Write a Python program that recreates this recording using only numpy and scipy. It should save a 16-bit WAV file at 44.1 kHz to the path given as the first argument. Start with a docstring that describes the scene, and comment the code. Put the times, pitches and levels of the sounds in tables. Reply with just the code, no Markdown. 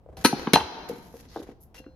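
"""In a live kitchen, a stoneware bowl is set into another on a glass hob: it clinks, rocks, and drops home
with a second clink and a clonk. The hand lets go, slides a cardboard separator about and brushes a bowl
of the next stack, which rings softly. Bowls are fading sine waves plus noise cracks, the hob is filtered
pulses, hands and cardboard are grainy noise, and the kitchen is a decaying noise echo.
The recorder's limiter ducks on the two loud clinks and lets the room swell back."""
import sys
import numpy as np
from scipy import signal
from scipy.fft import rfft, irfft
from scipy.io import wavfile
from scipy.ndimage import uniform_filter1d, minimum_filter1d

SR = 44100
rng = np.random.default_rng(int(sys.argv[2]) if len(sys.argv) > 2 else 0)


def inscribe(sig):
    """Save sig as 16-bit PCM at rate SR to the path in sys.argv[1].

    A 1-D sig is mono; a 2-D sig holds one channel per row.
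    Samples are clipped to [-1, 1] before scaling.
    """
    pcm = np.round(np.clip(np.atleast_2d(sig).T, -1, 1) * 32767)
    wavfile.write(sys.argv[1], SR, pcm.astype(np.int16))


N = 85995

# In all tables, "fade time" means the seconds a sound takes to fall by 60 dB.
# Steady room tone. Each row: frequency in Hz, level in dB.
ROOM_TONE = [(20, -13), (60, 3), (130, -7), (400, -17), (800, -19), (1400, -37.5), (3000, -46), (7000, -56),
             (14000, -55)]
# Fingers and cardboard rub. Each row: start in seconds, length in seconds, level in dB,
# tilt in dB per octave above 500 Hz, attack time constant in seconds.
RUBS = [(0.059, 0.39, -54.5, -17, 0.019), (0.167, 0.065, -50.5, -4, 0.001),
        (.239, 0.011, -22.5, -2.5, 0.012), (0.352, 0.1, -34, -7, 0.003),
        (0.886, 0.0072, -39.5, -2.5, 0.0029), (0.906, 0.28, -60, -0.5, .004),
        (1.168, 0.036, -58, -2.5, 0.0065), (1.206, 0.0037, -47, 0, 0.0008), (1.215, 0.063, -58, -5, 0.0063),
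        (1.279, 0.13, -51.5, -4, 0.041), (1.424, 0.0082, -44, -3.5, 0.004),
        (1.436, 0.083, -54.5, -7.5, 0.004), (1.601, 0.04, -58, 11, 0.0081),
        (1.742, 0.051, -54.5, -3, 0.0019)]
# Colour of the rubbing. Each row: frequency in Hz, level in dB.
RUB_COLOUR = [(200, -3), (800, -2.5), (3500, -3), (6500, 0), (8500, -12.5), (11500, 4), (13500, -4),
              (16000, -30.5)]
# Kitchen reverberation. Each row: frequency in Hz, level in dB, fade time in seconds.
KITCHEN_BANDS = [(70, -20.5, 5.9), (207, -26.5, 1.9), (426, -11, 0.9), (835, -18.5, 0.88),
                 (1650, -15, 0.93), (2930, -15.5, 0.76), (5500, -11.5, 0.7), (7900, -10, 0.25),
                 (13300, -29.5, 1.2)]
# Short damped notes as the foot seats and the rims touch.
# Each row: start in seconds, level of the main note in dB, its frequency in Hz, fade time in seconds.
CLONKS = [(0.062, -39.5, 560, 0.038), (.089, -39, 610, 0.028), (.171, -44.5, 768, 0.27),
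          (0.4717, -27, 3000, 0.019), (.556, -8, 3125, 0.034), (0.56, 11.5, 880, 0.036),
          (.573, -5.5, 790, 0.023), (.580, -16, 885, 0.076), (.602, -14.5, 3140, 0.03),
          (.610, -13.5, 857, 0.042), (0.897, -25, 472, 0.09), (1.141, -32, 465, 0.031),
          (1.154, -40.5, 470, 0.078)]
# Dull bumps of handling. Each row: start in seconds, length in seconds, level in dB, centre in Hz.
BUMPS = [(0.069, 0.16, -47.5, 60), (0.169, 0.074, -51, 174), (0.536, 0.14, -32, 80.5),
         (0.537, 0.056, -16, 277), (0.798, 0.17, -53, 60.4), (1.154, 0.18, -56, 227),
         (1.367, 0.08, -41.5, 383), (1.488, 0.0557, -48, 353.5), (1.859, 0.041, -47.5, 288)]
# Ring of the bowl while it is held.
# Each row: frequency in Hz, level in dB, fade time in seconds, left minus right in dB.
HELD_BOWL = [(920, 3, .06, 0), (1013, -6, .07, 0), (1305, -5, .06, 0), (1715, -9, .08, -3),
             (2500, -9, .05, 4), (2960, -7, .05, 4), (4082, -8, .08, 4), (4224, 1, .07, 6),
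             (4490, -10, .06, 6), (5356, -11, .07, 1), (5998, -6, .08, 4), (8560, -13, .08, 0),
             (9690, -11, .06, 1), (10740, -5, .09, 0), (10848, -6, .09, 0), (12150, -5, .07, 0)]
# Ring of the two bowls nested.
# Each row: frequency in Hz, level in dB, fade time in seconds, left minus right in dB.
NESTED_BOWLS = [(785, -15, .3, 0), (840, -22, .6, 0), (879, -15, .4, 1), (1000, -34, .9, 0),
                (1793, -9, .05, -5), (2460, -8, .05, 3), (2763, -6, .11, 2), (3187, -8, .05, 3),
                (3570, -7, .03, 7), (4086, 1.5, .11, 2), (4900, -4, .025, 4), (6040, -9, .08, 2),
                (7560, -19, .07, 0), (10010, -17, .07, 0), (10880, -4, .06, 0), (11900, -15, .07, 0)]
# Ring of a bowl on the far stack.
# Each row: frequency in Hz, level in dB, fade time in seconds, left minus right in dB.
FAR_BOWL = [(518, -11, 1.5, -3), (1615, -18, .7, 7), (2755, 1, .11, 5), (4160, -18, 1.3, -3),
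            (5770, -3, .075, 1)]
# Glaze meets glaze. Each row: start in seconds, ring level in dB, crack level in dB,
# treble limit of the contact in Hz, bowl number (0 held, 1 nested, 2 far).
CLINKS = [(0.1696, -52, -49, 14850, 0), (0.216, -62, -55.5, 15000, 0), (0.2477, 0.5, -2, 14500, 0),
          (0.2508, -15, 0, 12000, 0), (0.2538, -13.5, -6.5, 12400, 0), (.258, -13, 2, 16000, 0),
          (0.329, -43, -24, 2000, 0), (.471, -37, -16.5, 1900, 1), (.5338, -18.5, 3.5, 12000, 1),
          (0.5364, -22, -4, 9000, 1), (0.5398, -3, -3.5, 11000, 1), (.556, -17.5, -1.5, 6520, 1),
          (0.57, -17.5, -11, 4967, 1), (0.603, -33, -35.5, 3540, 1), (1.7435, -57, -50.5, 14630, 2),
          (1.752, -64, -47, 8880, 2), (1.766, -59.5, -59.5, 7060, 2), (1.780, -47.5, -54, 7310, 2),
          (1.841, -62, -47, 1700, 2), (1.863, -54, -59, 1700, 2)]
# Colour of the crack. Each row: frequency in Hz, level in dB.
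CRACK_COLOUR = [(150, -8), (400, -3.5), (1200, -1.5), (2600, -2), (5000, -6.5), (6200, -6.5), (6900, -18.5),
                (8000, -20.5), (10000, -7.5), (12400, -9), (14000, -20), (16500, -38.5)]
# The stack knocks on the hob.
# Each row: start in seconds, peak of the first pulse in dB, centre in Hz, width in octaves.
KNOCKS = [(0.2467, 4.5, 1240, 0.65), (0.2489, 7, 286, 0.83), (0.3268, -4, 640, 0.46), (.330, -4, 255, 0.86),
          (0.4699, -12, 1020, 0.27), (.472, -11, 261, 0.79), (0.5344, 7.5, 272, 0.87),
          (0.5587, 3, 950, 1.7), (0.607, -12, 345, 2.4), (0.909, -28, 223, 0.65),
          (0.927, -31.5, 277.4, 0.66), (0.981, -39, 241, 0.41), (1.139, -36, 350, 0.63),
          (1.359, -24.5, 562, 0.75), (1.368, -25, 406, 0.96), (1.398, -35, 373, 0.44),
          (1.416, -40, 503.5, 1), (1.487, -32, 353.8, 0.71), (1.799, -39, 305, 0.75),
          (1.863, -48.5, 1320, 0.26), (1.863, -38.5, 316.4, 0.56)]
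# Body of the hob. Each row: frequency in Hz, level in dB.
HOB_BODY = [(60, -18), (130, 3), (185, 4), (240, 5.5), (310, 3.5), (450, 2), (560, -6.5), (720, 3),
            (1050, -1), (1400, 1.5), (1700, 2), (3000, -16), (4500, -22), (9000, -46.5)]
# Returns from the rim of the plate. Each row: delay in seconds, level in dB.
EDGE_ECHOES = [(.0043, -22.5), (0.011, -21)]
# The cardboard's edge slides. Each row: start in seconds, length in seconds, level in dB, centre in Hz.
SLIDES = [(1.269, 0.086, -61.5, 4500), (1.327, 0.088, -57, 4150)]
# Balance between the microphones. Each row: frequency in Hz, left minus right in dB.
BALANCE = [(120, 0.5), (250, 0.5), (500, 3), (1200, -0.5), (2600, 3), (5000, 0.5), (7000, 0.5)]

ROOM_TONE_DB = -55
RUB_RELEASE_S = 0.0044  # time constant
FINE_GRAIN_DB, FINE_GRAIN_S = 2.4, 0.002
SCRAPE_DB, SCRAPE_S = 3, 0.016
CRACKLES_PER_S, CRACKLE_DB = 130, -7
ROOM_BUILD_S, ROOM_SPREAD = 0.0014, 0.93
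EARLY_DB, EARLY_T60_S = -6, 0.15
RING_ROOM_DB = -5  # the rim's ring is aimed at the microphones, so less of it fills the room
CONTACT_RISE_S = 0.00029  # time constant
CLONK_PAIR_RATIO, CLONK_PAIR_DB = 0.85, -6.5  # second note against the main one
BUMP_OCTAVES, SLIDE_OCTAVES = 0.4, 0.35  # widths of the noise bands
CRACK_SPREAD, CRACK_T60_S = 0.38, 0.03
MINOR_MODES_DB, MINOR_MEAN_T60_S = -8.5, 0.02  # the crowd of weak overtones that the crack leaves behind
MEAN_LOBE_TURNS = 0.12  # average step between the sides, in cycles, from 4 to 7 kHz
BEND_DELAY_S = 0.005073  # delay of the hob's bending waves at 300 Hz
HOB_T60_S, HOB_RING_DB = 0.043, -3.5
LEFT_LEAD_S = 0.000026
OVERLOAD = 6.4  # level at which the input rounds off
CEILING, RELEASE_DB_PER_S, LOOKAHEAD_S = 0.92, 40, 0.0012
TOP_HZ = 16500

T = np.arange(N) / SR
HZ = np.maximum(np.fft.rfftfreq(N, 1 / SR), 1)


def amp(db):
    """Turn decibels into gain."""
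    return 10 ** (np.asarray(db) / 20)


def unit(x):
    """Scale to an rms (average strength) of 1."""
    return x / np.sqrt(np.mean(x ** 2))


def colour(points):
    """Draw a smooth gain curve through (Hz, dB) points."""
    p = np.array(points)
    return amp(np.interp(np.log(HZ), np.log(p[:, 0]), p[:, 1]))


def octave_bump(hz, octaves):
    """Gain that peaks at one frequency and falls off on both sides."""
    return np.exp(-.5 * (np.log2(HZ / hz) / octaves) ** 2)


def noise(gain, spread):
    """Coloured stereo hiss; spread is the share that differs between sides, smaller in the bass."""
    mid, side = rfft(rng.standard_normal((2, N)))
    side = side * spread * np.clip(HZ / 1500, .35, 1)
    return unit(irfft(np.array([mid + side, mid - side]) * gain, N))


def fade(t60):
    """Exponential decay that falls by 60 dB in t60 seconds."""
    return np.exp(-np.log(1000) * T / t60)


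def rise(time_s):
    """Smooth start from silence."""
    return 1 - np.exp(-T / time_s)


def swell(length):
    """Half a sine wave: up and down once within the length."""
    return np.sin(np.pi * np.minimum(T / length, 1))


def at(x, start):
    """Delay a sound to its start time."""
    k = max(int(start * SR), 0)
    return np.pad(x, ((0, 0), (k, 0)))[:, :N]


def convolve(x, response):
    """Pass a sound through a response."""
    return signal.fftconvolve(x, response, axes=-1)[:, :N]


def room_tone():
    """Steady, mostly low noise of the kitchen."""
    return amp(ROOM_TONE_DB) * noise(colour(ROOM_TONE), 0.96)


def wander(smooth_s):
    """Random drift of typical size 1, smoothed over smooth_s seconds."""
    return unit(uniform_filter1d(rng.standard_normal(N), max(int(smooth_s * SR), 1)))


def friction(gain):
    """Coloured hiss that catches and slips, with small crackles of fibres."""
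    snaps = (rng.random(N) < CRACKLES_PER_S / SR) * rng.standard_normal(N)
    crackle = unit(irfft(rfft(snaps) * gain, N))
    grip_db = FINE_GRAIN_DB * wander(FINE_GRAIN_S) + SCRAPE_DB * wander(SCRAPE_S)
    return noise(gain, 0.92) * unit(amp(grip_db)) + amp(CRACKLE_DB) * crackle


def rubs():
    """Grainy friction of fingers and cardboard that swells, holds and dies away."""
    out = 0
    for start, length, db, tilt_db, attack in RUBS:
        release = np.exp(-np.maximum(T - length, 0) / RUB_RELEASE_S)
        tilt = amp(tilt_db * np.log2(np.maximum(HZ, 500) / 500))
        rub = friction(colour(RUB_COLOUR) * tilt) * rise(attack) * release
        out = out + at(amp(db) * rub, start)
    return out


def kitchen(x):
    """Quick reflections from the counter and a long tail whose bands each fade at their own pace."""
    hz, db, t60 = np.array(KITCHEN_BANDS).T
    wash = rfft(noise(1, ROOM_SPREAD))
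    tail = 0
    for k, share in enumerate(np.eye(len(hz))):
        # each band blends into its neighbours
        band = irfft(wash * np.interp(np.log(HZ), np.log(hz), share), N)
        decay = fade(t60[k])
        tail = tail + amp(db[k]) * band * decay / np.linalg.norm(decay)
    early_decay = fade(EARLY_T60_S)
    early = amp(EARLY_DB) * noise(1, ROOM_SPREAD) * early_decay / np.linalg.norm(early_decay)
    return convolve(x, (tail + early) * rise(ROOM_BUILD_S))


def clonks():
    """Each seating sounds a close pair of quickly damped hollow notes."""
    out = 0
    for start, db, hz, t60 in CLONKS:
        main = np.sin(2 * np.pi * hz * T)
        partner = amp(CLONK_PAIR_DB) * np.sin(2 * np.pi * hz * CLONK_PAIR_RATIO * T)
        note = fade(t60) * (main + partner) * rise(CONTACT_RISE_S)
        out = out + at(amp(db) * note[None], start)
    return out


def bumps():
    """Handling gives soft swells of low rumble."""
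    out = 0
    for start, length, db, hz in BUMPS:
        rumble = noise(octave_bump(hz, BUMP_OCTAVES), 0.24)
        out = out + at(amp(db) * rumble * np.sqrt(np.maximum(swell(length), 0)), start)
    return out


def ring(modes):
    """A bowl vibrates in many fading notes, each starting anywhere in its cycle."""
    sides = np.array([[.5], [-.5]])  # left, right
    out = 0
    for (hz, db, t60, pan_db), (turn, lobe) in zip(modes, rng.random((len(modes), 2))):
        # the sides are a little out of step, less in the bass and not at all from 7 kHz up
        skew = MEAN_LOBE_TURNS * 2 * lobe * min(hz / 4000, 1) * (hz < 7000)
        wave = np.sin(2 * np.pi * (hz * T + turn + skew * sides))
        out = out + amp(db + pan_db * sides) * fade(t60) * wave
    return out


def minor_modes(count=240):
    """Weak overtones at random pitches, more crowded lower down, each with its own decay and side."""
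    place, life, side = rng.random((count, 3)).T
    hz = 700 + 13500 * place ** 1.5
    gain = np.interp(hz, HZ, colour(CRACK_COLOUR))
    size = SR // 4
    t = T[:size]
    t60 = MINOR_MEAN_T60_S * (.5 + life[:, None])
    decay = np.exp(-np.log(1000) * t / t60)
    waves = decay * np.sin(2 * np.pi * (hz[:, None] * t + rng.random((count, 1))))
    side_gains = gain * np.array([.5 + side, 1.5 - side])
    both = side_gains @ waves / np.sqrt(np.sum(gain ** 2) / 2)
    return np.pad(both, ((0, 0), (0, N - size)))


def clinks():
    """Each contact gives a short crack and a bowl's ring, both treble-limited. Returns (cracks, rings)."""
    bowls = [(modes, minor_modes()) for modes in (HELD_BOWL, NESTED_BOWLS, FAR_BOWL)]
    cracks, rings = 0, 0
    for start, ring_db, crack_db, top_hz, bowl in CLINKS:
        modes, minor = bowls[int(round(bowl))]
        crack = noise(colour(CRACK_COLOUR), CRACK_SPREAD) * fade(CRACK_T60_S)
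        crack = crack + amp(MINOR_MODES_DB) * minor
        contact = signal.butter(2, min(top_hz, TOP_HZ), fs=SR)

        def strike(x):
            """Soften the start and the treble as the contact does."""
            # the tiny offset keeps the filter away from extremely small numbers
            return at(signal.lfilter(*contact, x * rise(CONTACT_RISE_S) + 1e-18), start)

        cracks = cracks + amp(crack_db) * strike(crack)
        rings = rings + amp(ring_db) * strike(ring(modes))
    return cracks, rings


def knocks():
    """Bending waves in the hob bring the highs first, return from its edges and ring on briefly."""
    paths = 1 + sum(amp(db) * np.exp(-2j * np.pi * HZ * lag) for lag, db in EDGE_ECHOES)
    # this phase makes the delay shrink with the square root of frequency
    bend = paths * np.exp(-4j * np.pi * BEND_DELAY_S * np.sqrt(300 * HZ))
    dulling = amp(-4 * np.log2(np.maximum(HZ, 300) / 300))
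    out = 0
    for start, db, hz, octaves in KNOCKS:
        shape = colour(HOB_BODY) * octave_bump(hz, octaves)
        pulse = irfft(shape * bend, N) * (T < .1)
        plate = noise(shape * dulling, 0.12) * fade(HOB_T60_S) * rise(BEND_DELAY_S)
        knock = pulse / np.abs(pulse).max() + amp(HOB_RING_DB) * plate
        out = out + at(amp(db) * knock, start)
    return out


def slides():
    """The edge of the cardboard rasps over the glaze in a narrow band."""
    out = 0
    for start, length, db, hz in SLIDES:
        rasp = friction(octave_bump(hz, SLIDE_OCTAVES)) * swell(length)
        out = out + at(amp(db) * rasp, start)
    return out


def scene():
    """Crockery in the kitchen, reaching the left microphone slightly first, over the room tone."""
    cracks, rings = clinks()
    handling = rubs() + clonks() + cracks + knocks() + slides()
    room = kitchen(handling + amp(RING_ROOM_DB) * rings)
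    lean = np.sqrt(colour(BALANCE))  # half the level difference goes to each side
    late_right = np.exp(-2j * np.pi * HZ * LEFT_LEAD_S)
    microphones = np.array([lean, late_right / lean])
    crockery = irfft(rfft(handling + rings + room) * microphones, N)
    return crockery + bumps() + room_tone()


def record(dry):
    """The input rounds the hardest peaks, a look-ahead limiter ducks and slowly releases, the top is cut."""
    x = OVERLOAD * np.tanh(dry / OVERLOAD)
    over_db = 20 * np.log10(np.maximum(np.abs(x).max(axis=0) / CEILING, 1))
    # hold the largest excess and let it shrink at a steady rate
    release_db = RELEASE_DB_PER_S * T
    duck_db = np.maximum.accumulate(over_db + release_db) - release_db
    size = max(int(LOOKAHEAD_S * SR), 1)
    gain = uniform_filter1d(minimum_filter1d(amp(-duck_db), size), size)
    top_cut = signal.ellip(8, .2, 80, TOP_HZ, fs=SR, output="sos")
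    return signal.sosfilt(top_cut, x * gain)


dry = scene()
out = record(dry)
inscribe(out)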